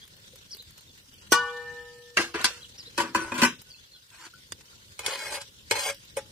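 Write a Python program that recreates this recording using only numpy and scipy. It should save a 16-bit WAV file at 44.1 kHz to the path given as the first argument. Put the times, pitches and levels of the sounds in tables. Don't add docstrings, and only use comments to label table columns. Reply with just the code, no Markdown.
import sys
import numpy as np
from scipy import signal
from scipy.fft import rfft, irfft
from scipy.io import wavfile
from scipy.ndimage import uniform_filter1d, minimum_filter1d

SR = 44100
rng = np.random.default_rng(int(sys.argv[2]) if len(sys.argv) > 2 else 0)


def invert_db(level):
    return 10 ** (np.asarray(level, dtype=float) / 20)


def wav_record(signal):
    frames = np.transpose(np.atleast_2d(signal))
    bounded = np.clip(frames, -1, 1)
    quanta = np.round(bounded * 32767).astype(np.int16)
    wavfile.write(sys.argv[1], SR, quanta)


N = 278271

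# t/s, level/dB
SIMMER = [(0.0, -0.5), (.6, 0), (1.1, -1.5), (1.4, 4.5), (2.1, -2), (2.85, 4), (3.6, 0.5), (4.0, -4),
          (4.4, -1.5), (4.7, 1.5), (5.0, 0), (5.6, 1.5), (6.3, 2.5)]
# f/Hz, width/Hz, level/dB
LID_MODES = [(246, 20, -6), (333, 18, 1), (560, 40, -10), (930, 30, -6), (1010, 45, -2), (1150, 40, -7),
             (1420, 40, -9), (1515, 30, -3), (1625, 30, -7), (2000, 80, -13), (2370, 40, -15),
             (2560, 60, -11), (2990, 35, -13), (4430, 70, -16), (5160, 45, -16), (5880, 90, -17),
             (7380, 90, -21), (9000, 47, -17)]
# f/Hz, density/(dB per Hz)
BASIN_HAZE = [(35, -53), (60, -38.5), (323, -10.5), (682, -18), (1580, -6), (1950, -10), (4030, -9),
              (4970, -6.5), (9130, -11), (16000, -28.5)]


def evened(x):
    return x / np.sqrt(np.mean(x ** 2) + 1e-20)


def read(points, hz):
    f, value = np.transpose(points)
    return np.interp(np.log(hz + 1), np.log(f + 1), value)


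def add(mix, s, sound):
    part = mix[:, round(s * SR):][:, :sound.shape[-1]]
    part += sound[..., :part.shape[1]]


def modes(hz, db, t60, t, turn=0.88, scatter=0.81, lead=0):
    hz, db, t60 = (np.asarray(v) for v in (hz, db, t60))
    start = lead + 2 * np.pi * scatter * rng.random(hz.shape)
    apart = turn * np.log2(1 + hz / 900) * rng.standard_normal(hz.shape)
    phase = start + np.array([[-.5], [.5]]) * apart
    step = np.exp((2j * np.pi * hz - np.log(1000) / t60) / SR)
    spin = np.cumprod(np.repeat(step[:, None], len(t), axis=1), axis=1)
    return ((invert_db(db) * np.exp(1j * phase)) @ spin).imag


def field(colour_db, same, size, count, patchy_db):
    a, b, c, d, patches = rng.standard_normal((count, size // 2 + 1, 5)).T
    patches = uniform_filter1d(patches, size // 64, 0)
    patches = evened(uniform_filter1d(patches, 10, 1))
    left = a + 1j * b
    same = np.clip(same, -1, 1)[:, None]
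    right = same * left + np.sqrt(1 - same ** 2) * (c + 1j * d)
    z = np.array([left, right]) * invert_db(colour_db + patchy_db * patches)
    return signal.istft(z, nperseg=size, noverlap=size * 3 // 4)[1]


def air():
    # f/Hz, density/(dB per Hz)
    air_colour = [(15, -49), (32, -27), (76, 6.5), (317, -8), (545, -10.5), (677, -23), (962, -17),
                  (1290, -21.5), (1400, -14.5), (2410, -18.5), (3520, -11.5), (8590, -19.5), (14000, -32.5),
                  (16000, -23.5)]
    # f/Hz, correlation
    likeness = [(60, 0.71), (180, 0.94), (550, 0.42), (1650, -0.57), (4970, 0.15), (15000, -0.96)]
    hz = np.fft.rfftfreq(1024, 1 / SR)
    t = (np.arange(N // 256 + 5) - 2) * 256 / SR
    simmer_db = np.interp(t, *np.transpose(SIMMER))
    hiss_share = np.clip(np.log2((hz[:, None] + 1) / 300) / 2.8, 0, 1)
    hiss_db = .9 * simmer_db + 3.5
    fire_db = 1.3 * simmer_db - 4.0
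    drift_db = hiss_share * hiss_db + (1 - hiss_share) * fire_db
    flicker = evened(uniform_filter1d(rng.standard_normal(len(t)), size=2))
    flicker_db = (1.4 + 0.92 * hiss_share) * flicker
    colour_db = read(air_colour, hz)[:, None] + drift_db + flicker_db
    noise = field(colour_db, read(likeness, hz), size=1024, count=len(t), patchy_db=2.4)
    return invert_db(-52.5) * evened(noise[:, :N])


def grain(hz, cycles, glide, t):
    u = t * hz / cycles
    return np.sin(2 * np.pi * hz * t * (1 + glide * u)) * np.exp(-u) * (1 - np.exp(-6 * u))


def fizz(mix):
    t = np.arange(2000) / SR
    clump_db, clump_s = 7, .012
    flurry = invert_db(clump_db * evened(uniform_filter1d(rng.standard_normal(N), round(clump_s * SR))))
    foam = np.zeros((2, N))
    for hz in np.geomspace(2600, 7000, 16):
        bursts = rng.random(N) < 60 * flurry / SR
        size = invert_db(9.4 * np.minimum(rng.exponential(1, N), 3)) * bursts
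        pops = signal.oaconvolve(size, grain(hz, rng.uniform(3, 16), .02, t))[:N]
        lean = rng.random()
        foam += [lean * pops, (1 - lean) * np.roll(pops, rng.integers(-8, 8))]
    simmer_db = np.interp(np.arange(N) / SR, *np.transpose(SIMMER))
    add(mix, 0, invert_db(-63.5 + simmer_db) * evened(foam))


def fire_spits(mix):
    # t/s, peak level/dB, f/Hz
    spit_events = [(0.052, -42.5, 4300), (0.0774, -37, 5760), (0.167, -44, 5760), (.202, -48, 5570),
                   (.262, -45, 5400), (.335, -46, 3900), (0.3574, -32.5, 4240), (0.4259, -51, 4700),
                   (0.5465, -32.5, 4400), (0.5684, -34, 6930), (0.7074, -39, 4600), (0.778, -35, 5360),
                   (0.8084, -41, 3400), (0.976, -43, 2960), (0.479, -49, 4300), (0.624, -37.5, 6100),
                   (.759, -49, 4300), (1.035, -50, 5250), (1.059, -51, 4800), (1.14, -41, 4200),
                   (1.165, -48, 4480), (4.92, -43, 2520), (3.617, -34, 6150), (3.622, -41, 8000),
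                   (4.338, -43, 4000), (4.901, -53, 4360), (5.5957, -49, 4500), (5.945, -35, 5400),
                   (6.05, -41, 5200)]
    t = np.arange(2000) / SR
    for s, db, hz in spit_events:
        decay_s = .004 * invert_db(.5 * (db + 38))
        snap = rng.standard_normal((2, len(t))) * np.exp(-t / decay_s) * (1 - np.exp(-t / .0002))
        snap = signal.lfilter([1, -.25], 1, snap + snap[::-1] * .3)
        snap = snap * invert_db(.6 * (db + 50)) + grain(hz, 5.0, .02, t)
        add(mix, s, invert_db(db) * snap / abs(snap).max())


def broth_plops(mix):
    # t/s, peak level/dB, f/Hz
    plop_events = [
        (0.333, -45, 490),
        (0.542, -50, 385),
        (0.599, -54.5, 460),
        (1.08, -55.5, 253),
        (2.874, -47, 448),
    ]
    t = np.arange(2000) / SR
    for s, db, hz in plop_events:
        add(mix, s, invert_db(db) * grain(hz, 5.1, 0.028, t)[None])


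def whistle(mix, s, hz, db):
    u = np.linspace(0, 1, len(hz))
    flutter_db = 3.3 * evened(uniform_filter1d(rng.standard_normal(len(u)), 120))
    swell_db = -14 * (u - 0.63) ** 2
    level = 1.8 * invert_db(db + swell_db + flutter_db) * signal.windows.tukey(len(u), .2)
    call = level * np.sin(2 * np.pi * np.cumsum(hz) / SR + np.array([[0], [1.2]]))
    echo = rng.standard_normal((2, 4000)) * invert_db(-33 - 60 * np.arange(4000) / SR / .16)
    add(mix, s, call)
    add(mix, s, signal.fftconvolve(call, echo, axes=1))


def birds(mix):
    # delay/s, length/s, end f/Hz, top f/Hz, share of the length at the top
    syllables = [
        (0.0, .046, 3865, 5860, 0.23),
        (0.074, 0.038, 3490, 4210, 0.74),
    ]
    # t/s, level/dB
    phrase_starts = [
        (.505, -44),
        (2.775, -47),
    ]
    # t/s, length/s, first f/Hz, last f/Hz, level/dB
    chirp_notes = [(.012, 0.037, 3150, 3540, -55), (0.869, 0.048, 3800, 3350, -59.5),
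                   (1.127, 0.025, 2800, 3200, -58), (1.483, .02, 3130, 3450, -52),
                   (1.502, .015, 3480, 3100, -56), (2.592, 0.038, 3850, 3030, -54.5),
                   (2.625, 0.03, 4350, 2800, -49), (3.701, 0.02, 4950, 4400, -48.5),
                   (3.723, 0.015, 3650, 3610, -57), (3.74, 0.012, 2700, 2620, -56),
                   (3.728, 0.039, 4600, 4000, -56.5), (3.768, .02, 4300, 4020, -59),
                   (3.778, 0.041, 3500, 3300, -66), (3.833, 0.024, 3270, 3400, -60.5),
                   (3.914, 0.0091, 4600, 4110, -55.5), (3.927, 0.05, 4250, 4090, -59),
                   (3.933, 0.037, 3600, 3270, -58)]
    tiring_db_per_s = 60
    for s, db in phrase_starts:
        for delay, length, ends_hz, top_hz, share in syllables:
            arch = np.interp(np.linspace(0, 1, round(length * SR)), [0, share, 1], [0, 1, 0])
            path_hz = ends_hz + (top_hz - ends_hz) * uniform_filter1d(arch, size=200)
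            whistle(mix, s + delay, path_hz, db - tiring_db_per_s * delay)
    for s, length, first_hz, last_hz, db in chirp_notes:
        whistle(mix, s, np.linspace(first_hz, last_hz, round(length * SR)), db)


def body(peaks, sheen, ring, place_db):
    # f/Hz, t60/s
    haze_t60 = [(200, 0.34), (1000, 0.11), (4000, 0.29), (12000, 0.032)]
    hz, width, db = np.transpose(peaks)
    t = np.arange(SR // 5) / SR
    mode_db = db + 20 * np.log10(width) + place_db * rng.standard_normal(len(hz))
    strong = modes(hz, mode_db, ring * 3.84 / width, t)
    bins = np.fft.rfftfreq(256, 1 / SR)
    lag = 64 * (np.arange(len(t) // 64 + 5) - 2) / SR
    fade_db = -60 * np.maximum(lag, 0) / (ring * read(haze_t60, bins))[:, None]
    same = read([(300, 1.0), (2000, 0.54), (9000, 0.073)], bins)
    haze = field(read(sheen, bins)[:, None] + fade_db, same, size=256, count=len(lag), patchy_db=2.0)
    return evened(strong), evened(haze[:, :len(t)])


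def coloured(x, hard, weight):
    split_hz = (160, 700, 2500, 20000)
    total = 0
    for low, high, gain in zip(split_hz, split_hz[1:], (weight, -1, hard)):
        band = signal.sosfilt(signal.butter(2, (low, high), "band", fs=SR, output="sos"), x)
        total = total + gain * band / band.std()
    return total


def knock(mix, peaks, sheen, ring, sheen_db, s, db, hard_db, weight_db, contact):
    t = np.arange(SR // 10) / SR
    hold = max(contact, 1e-4)
    push = np.exp(-t / hold) * (1 - np.exp(-t / 0.0018))
    rattle = push * rng.standard_normal(len(t)) * invert_db(5.64 * rng.standard_normal(len(t)))
    strong, haze = body(peaks, sheen, ring, place_db=1.5)
    lag = np.arange(haze.shape[1]) / SR
    crack = haze * np.exp(-lag / .0025)
    haze = evened(signal.fftconvolve(rattle[None], haze, axes=1)[:, :len(lag)])
    rise = 1 - np.exp(-lag / max(0.31 * contact, 1e-4))
    sound = strong * rise + invert_db(sheen_db) * (haze + 1.23 * crack)
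    sound = coloured(sound, invert_db(hard_db), invert_db(weight_db))
    choke = np.exp(-(lag / (3.5 * hold + 0.0047)) ** 2)
    sound = sound * (choke + invert_db(-6) * (1 - choke))
    sound = invert_db(db) * sound / abs(sound).max()
    add(mix, s - .0015, sound)
    graze = invert_db(-17) * sound[:, 200:460] * np.linspace(0, 1, 260)
    add(mix, s - .0075, graze)
    thud_hz = 85 * rng.uniform(.8, 1.3)
    thud = np.sin(2 * np.pi * thud_hz * t) * np.exp(-t / .022) * (1 - np.exp(-t / .005))
    add(mix, s, invert_db(0.53 * db - 36) * thud[None])


def slide(peaks, sheen, sheen_db, drag_db, grit_db, length, first_db, last_db, hard_db):
    lift_s, lift_db_per_s = 0.03, 507
    u = np.arange(0, length, 1 / SR)
    lift_db = lift_db_per_s * np.maximum(u - length + lift_s, 0)
    pressure = invert_db(np.linspace(first_db, last_db, len(u)) - lift_db)
    slips = rng.standard_normal(len(u))
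    slips = slips * invert_db(grit_db * evened(uniform_filter1d(rng.standard_normal(len(u)), 130)))
    sound = 0
    for place in range(3):
        strong, haze = body(peaks, sheen, .6, place_db=1.5)
        haze = evened(haze * np.exp(-np.arange(haze.shape[1]) / SR / 0.011))
        force = pressure * slips * np.cos(np.pi * (5.8 * u + place / 3)) ** 2
        sound = sound + signal.fftconvolve(force[None], strong + invert_db(sheen_db) * haze, axes=1)
    level = np.linalg.norm(pressure) / np.sqrt(sound.shape[1])
    return level * coloured(sound, invert_db(hard_db), invert_db(drag_db))


def vessel(peaks, sheen, knocks, slides, ring, sheen_db, drag_db=0, grit_db=2.0):
    mix = np.zeros((2, N))
    for row in knocks:
        knock(mix, peaks, sheen, ring, sheen_db, *row)
    for s, *row in slides:
        add(mix, s, slide(peaks, sheen, sheen_db, drag_db, grit_db, *row))
    return mix


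def rim_touches():
    # t/s, peak level/dB, hardness/dB, weight/dB, contact/s
    rim_knocks = [
        (4.104, -42.5, 18, -19, 0.002),
        (4.267, -36, 7, 3, 0.00086),
        (4.523, -19.5, 16, 0.5, 0.00095),
        (4.61, -38.5, 3, -28.5, 0.003),
    ]
    # t/s, length/s, first level/dB, last level/dB, hardness/dB
    rim_slides = [
        (4.11, 0.064, -63.5, -46, 0.008),
        (4.18, 0.11, -54.5, -46, 0),
    ]
    return vessel(LID_MODES, BASIN_HAZE, rim_knocks, rim_slides, ring=.15, sheen_db=3.0, drag_db=-20.0)


def basin_contacts():
    # f/Hz, width/Hz, level/dB
    basin_modes = [(340, 30, -1), (1230, 60, -6), (1630, 70, 0), (2040, 40, -3), (2290, 50, -5),
                   (2660, 60, 2), (2810, 40, 1), (3350, 110, -7), (4150, 130, -2), (4630, 40, -7),
                   (5310, 45, -6), (5920, 80, -9), (6240, 70, -8), (7290, 55, -9), (9040, 60, -11)]
    # t/s, peak level/dB, hardness/dB, weight/dB, contact/s
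    basin_knocks = [
        (2.172, -7, -5.5, -9.5, 0.0043),
        (2.19, -15, -0.5, 3, 0.013),
        (2.219, -21, -2, -25, 0.0056),
        (2.343, -22, -13, -3.5, 0.0035),
        (2.349, -21, -8, 0, 0.0055),
        (2.394, -27.5, -13, -9, .004),
        (2.414, -24.5, 16.5, -18, 0.0024),
        (2.445, -5.5, 7, -15, 0.0019),
        (2.453, -10.5, 6.5, -15, 0.004),
    ]
    # t/s, length/s, first level/dB, last level/dB, hardness/dB
    basin_slides = [
        (2.2, 0.15, -30.5, -64.5, -2),
        (2.356, 0.1, -34, -41, -16.5),
        (2.475, 0.2, -39.5, -75.5, 1),
    ]
    return vessel(basin_modes, BASIN_HAZE, basin_knocks, basin_slides, ring=0.73, sheen_db=7.0, drag_db=-13.0)


def lid_contacts():
    # f/Hz, density/(dB per Hz)
    lid_haze = [(35, -57), (60, -47), (244, -3.5), (682, -45), (991, -14), (1510, -17), (3760, -29),
                (9130, -30), (14600, -42), (16000, -45.5)]
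    # t/s, peak level/dB, hardness/dB, weight/dB, contact/s
    lid_knocks = [
        (2.979, -13, 8, 2, 0.0068),
        (3.039, -26, -18, 3, 0.037),
        (3.149, -10, -2, -3, 0.0031),
        (3.158, -12.5, 1, -3.5, 0.0039),
        (3.32, -17.5, -7.5, 0, 0.0066),
        (3.382, -19, 12, 7.5, 0.027),
        (3.419, -7.5, 9.5, -1.5, 0.0061),
        (3.434, -6, 4.5, -0.5, 0.0036),
        (3.449, -7.5, 3.5, -6, 0.0067),
        (2.999, -17, -1, -7.5, 0.0083),
    ]
    # t/s, length/s, first level/dB, last level/dB, hardness/dB
    lid_slides = [
        (3.0, 0.14, -27.5, -75, 0),
        (3.169, 0.17, -35, -53, -3.5),
        (3.34, 0.14, -39, -35, -0.5),
        (3.458, 0.14, -37, -82, 7),
    ]
    return vessel(LID_MODES, lid_haze, lid_knocks, lid_slides, ring=1.0, sheen_db=-4.5, drag_db=-3.0)


def held_strike():
    # f/Hz, width/Hz, level/dB
    held_modes = [(332, 150, 23), (604, 89.7, -7), (963, 67, 1), (1340, 150, -21.5), (4800, 130, -1),
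                  (7030, 250, -23)]
    # f/Hz, density/(dB per Hz)
    held_haze = [(35, -61), (60, 7.5), (767, -19.5), (968, 3), (1310, -22.5), (2140, -30), (2350, -24),
                 (5800, -12.5), (8710, -17.5), (16000, -26)]
    # t/s, peak level/dB, hardness/dB, weight/dB, contact/s
    held_knocks = [
        (1.322, -4, 5, -5.5, 0.0023),
        (1.331, -15, 6.5, -11.5, 0.017),
    ]
    return vessel(held_modes, held_haze, held_knocks, [], ring=0.82, sheen_db=-5.5)


def ladle_scrape():
    # f/Hz, width/Hz, level/dB
    bowl_modes = [(400, 40, -13), (460, 40, -4), (555, 24, 0), (855, 50, -2), (1010, 50, -8),
                  (1620, 70, -7), (2170, 45, -4), (2480, 50, -7), (3060, 80, -10), (3360, 40, -8),
                  (4150, 90, -9), (4780, 70, -10), (5550, 55, -10), (6300, 70, -10), (7250, 100, -14),
                  (8400, 120, -14), (9090, 70, -13)]
    # f/Hz, density/(dB per Hz)
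    bowl_haze = [(35, -36), (60, 10.5), (268, -31), (566, -8), (715, -35), (842, -8), (2140, -11),
                 (3670, -19), (8920, -13.5), (16000, -27)]
    # t/s, peak level/dB, hardness/dB, weight/dB, contact/s
    bowl_knocks = [(4.993, -20, 11.5, 1, 0.0015), (5.064, -11.5, 28, 1, 0.0014),
                   (5.082, -22.5, 4, 11, 0.0012), (5.255, -27.5, 5, -11, 0.01),
                   (5.325, -26.5, 5, -4, 0.0066), (5.345, -26, 7, -10, 0.0048),
                   (5.378, -34, -10, -9, 0.0044), (5.416, -26.5, 7, -28, 0.0027),
                   (5.712, -6, 11, 4.5, 0.0026), (5.722, -15, 8, 0, 0.0018), (5.755, -22, 2, -12, 0.0044),
                   (5.889, -19, 0, -20, 0.0066), (6.17, -18, 10, 12, 0.0092)]
    # t/s, length/s, first level/dB, last level/dB, hardness/dB
    bowl_slides = [
        (5.0, 0.04, -48, -52, 4),
        (5.028, 0.07, -47.5, -36, -0.5),
        (5.076, 0.11, -37.5, -43.5, 4),
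        (5.17, 0.15, -45, -42.5, 5),
        (5.3, 0.091, -45.5, -37, 5.5),
        (5.395, 0.049, -53, -50.5, 7),
        (5.729, 0.075, -38.5, -31, 0),
        (5.781, 0.15, -37.5, -38.5, 6),
    ]
    return vessel(bowl_modes, bowl_haze, bowl_knocks, bowl_slides,
                  ring=.75, sheen_db=-4.0, drag_db=-8.0, grit_db=2.8)


def colander_ring(mix):
    # f/Hz, level/dB, t60/s
    free_modes = [(481, -13.5, 2.6), (485.3, -24, 1.5), (814.3, -39, .5), (926, -21.5, .29),
                  (963.5, -40, 2.4), (985.4, -16, .2), (1139, -17, .53), (1132.8, -15, .29),
                  (1269.6, -47, 4.0), (1263.6, -33, .62), (1475, -5, .25), (1487.5, -17, .39),
                  (1912, -16, .14), (2368.2, -40, 1.3), (2919.2, -23, .43), (2912, -60, 3.0),
                  (3204, -26, .1)]
    opposed_modes = [(817.9, -36, 1.8), (957.5, -42, .9), (1478.7, -18, .67)]
    crossed_modes = [(826.5, -38, .56), (993.7, -22, .45), (1154.3, -15, .45), (2361.4, -43, .9),
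                     (2382, -21, .18), (2931.1, -22, .39), (2907.1, -36, .7), (2930.5, -49, 6.0)]
    beating_modes = [
        (1781.5, -25, 2.2),
        (1779.1, -41, 4.0),
        (1789.8, -22, 1.45),
        (1791.7, -32, 5.0),
    ]
    shimmer_modes = [(3456, 2, 0.13), (3688, -7, 0.091), (4300, -6, 0.2), (4834, -10.5, 0.29),
                     (5469, -9.5, 0.17), (5879, -7.5, 0.12), (6150, -19.5, 0.23), (6718, -19, 0.2),
                     (7127, -6.5, 0.098), (7311, -11.5, 0.16), (7736, -18, 0.19), (8080, -13.5, 0.15),
                     (8850, -5, 0.1), (8974, -19.5, 0.31)]
    strike_s, grip_s, down_s = 1.3225, 1.83, 2.55
    t = np.arange(3 * SR // 2) / SR
    gripped = np.maximum(t + strike_s - grip_s, 0)
    down_db = -100 * np.maximum(t + strike_s - down_s, 0)
    low_db = -11.0
    high_db = 4.0 - 40 * gripped
    groups = ((free_modes[:2], 0, low_db),
              (free_modes[2:], 0, high_db),
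              (opposed_modes, np.pi, high_db),
              (crossed_modes, np.pi / 2, high_db),
              (beating_modes[:3], 0, -35 * gripped),
              (beating_modes[3:], np.pi / 2, -22 * gripped),
              (shimmer_modes, 0, -15))
    for group, lead, carry_db in groups:
        ring = modes(*np.transpose(group), t, turn=.4, scatter=0, lead=lead)
        add(mix, strike_s, invert_db(-9.5 + carry_db + down_db) * ring * (1 - np.exp(-t / 0.0031)))


def tinks(mix):
    # t/s, f/Hz, level/dB, t60/s
    tink_notes = [(2.444, 482, -53, .9), (2.445, 4130, -17, .06), (3.04, 333, -27, .25),
                  (4.334, 1389, -45, .09), (4.334, 1486, -49, .2), (4.73, 1385, -55, .08),
                  (3.665, 1487, -61, .3), (3.95, 1480, -63, .25), (3.425, 244, -13, .15),
                  (3.42, 1515, -17, .17), (3.158, 1015, -20, .06), (3.19, 1487, -34, .6),
                  (2.1715, 2730, -14, .07), (5.775, 570, -33, .12), (5.372, 560, -38, .14)]
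    t = np.arange(SR // 2) / SR
    for s, hz, db, t60 in tink_notes:
        add(mix, s, modes([hz], [db], [t60], t, turn=.1) * (1 - np.exp(-t / 0.00087)))


def clangs(mix):
    # f/Hz, level/dB, t60/s
    clang_chords = [
        (2.1715, [(1296, -25.5, 0.094), (1615, -21, 0.14), (2053, -20.5, 0.07), (339.5, -29.5, 0.34)]),
        (2.345, [(333, -27, 0.086), (993, -39, 0.36)]),
        (2.445, [(235, -32, 0.069), (1002, -26, 0.13), (1545, -27, 0.13), (5319, -25, 0.057)]),
        (2.98, [(977, -24, 0.24), (1150, -27.5, 0.23), (1476, -27.5, 0.22), (338, -27, .2), (570, -30.5, .2)]),
        (3.149, [(993, -16.5, 0.1), (2476, -36, 0.2), (327.3, -30, 0.42)]),
        (3.319, [(1490, -30, .06), (2476, -24, .06), (248.7, -30, 0.43)]),
        (3.432, [(1007, -24.5, 0.16), (2570, -30, 0.079)]),
        (5.712, [(910, -23.5, 0.11), (2196, -17.5, 0.068)]),
        (6.171, [(539, -26.5, 0.11), (846, -39, 0.18)]),
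    ]
    t = np.arange(SR // 4) / SR
    for s, notes in clang_chords:
        add(mix, s, modes(*np.transpose(notes), t, turn=0.44) * (1 - np.exp(-t / 0.0017)))


def scene():
    mix = air()
    fizz(mix)
    fire_spits(mix)
    broth_plops(mix)
    birds(mix)
    colander_ring(mix)
    tinks(mix)
    clangs(mix)
    basin = basin_contacts() + lid_contacts()
    mix += [np.roll(basin[0], shift=3), basin[1]]
    mix += rim_touches()
    mix += held_strike()
    return mix + ladle_scrape()


def thinned(x, weak_db=-7.0, cut_db=-12.0, rare=1.1):
    z = signal.stft(x, nperseg=2048, noverlap=1024)[2]
    power = abs(z) ** 2
    line = np.arange(z.shape[1])[:, None]
    weak = power < invert_db(2 * weak_db) * uniform_filter1d(power, 16, 1)
    luck = rng.standard_normal((z.shape[1] // 16 + 1, z.shape[2]))
    luck = np.repeat(luck, 16, 0)[:z.shape[1]]
    luck = evened(uniform_filter1d(luck, size=4, axis=1))
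    lost = (luck > rare - 1.3 * (line > 700)) & (line > 150)
    lost = lost & (-minimum_filter1d(-power, 21, 1) < 9 * uniform_filter1d(power, 80, 1))
    gain = np.where(weak & (line > 90), invert_db(cut_db), 1) * np.where(lost, .01, 1)
    return signal.istft(z * gain, nperseg=2048, noverlap=1024)[1][:, :N]


def top_cut(x):
    return signal.sosfilt(signal.butter(12, 16470, fs=SR, output="sos"), x)


def record(dry):
    # f/Hz, left minus right level/dB
    port_tilt = [(60, 3), (300, 2), (1400, 2.5), (3100, 0.4), (6000, 0.4), (10000, -4.5), (15000, 1)]
    hz = np.fft.rfftfreq(N, 1 / SR)
    hiss = evened(np.diff(rng.standard_normal((2, N + 2)), n=2))
    dry = dry + invert_db(-62) * hiss
    tilt_db = read(port_tilt, hz) / 2
    edge_db = np.maximum(hz - 15300, 0) / 25
    ports = irfft(rfft(dry) * invert_db(np.array([tilt_db, -tilt_db]) - edge_db), N)
    mix = thinned(ports)
    return top_cut(mix)


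dry = scene()
out = record(dry)
wav_record(out)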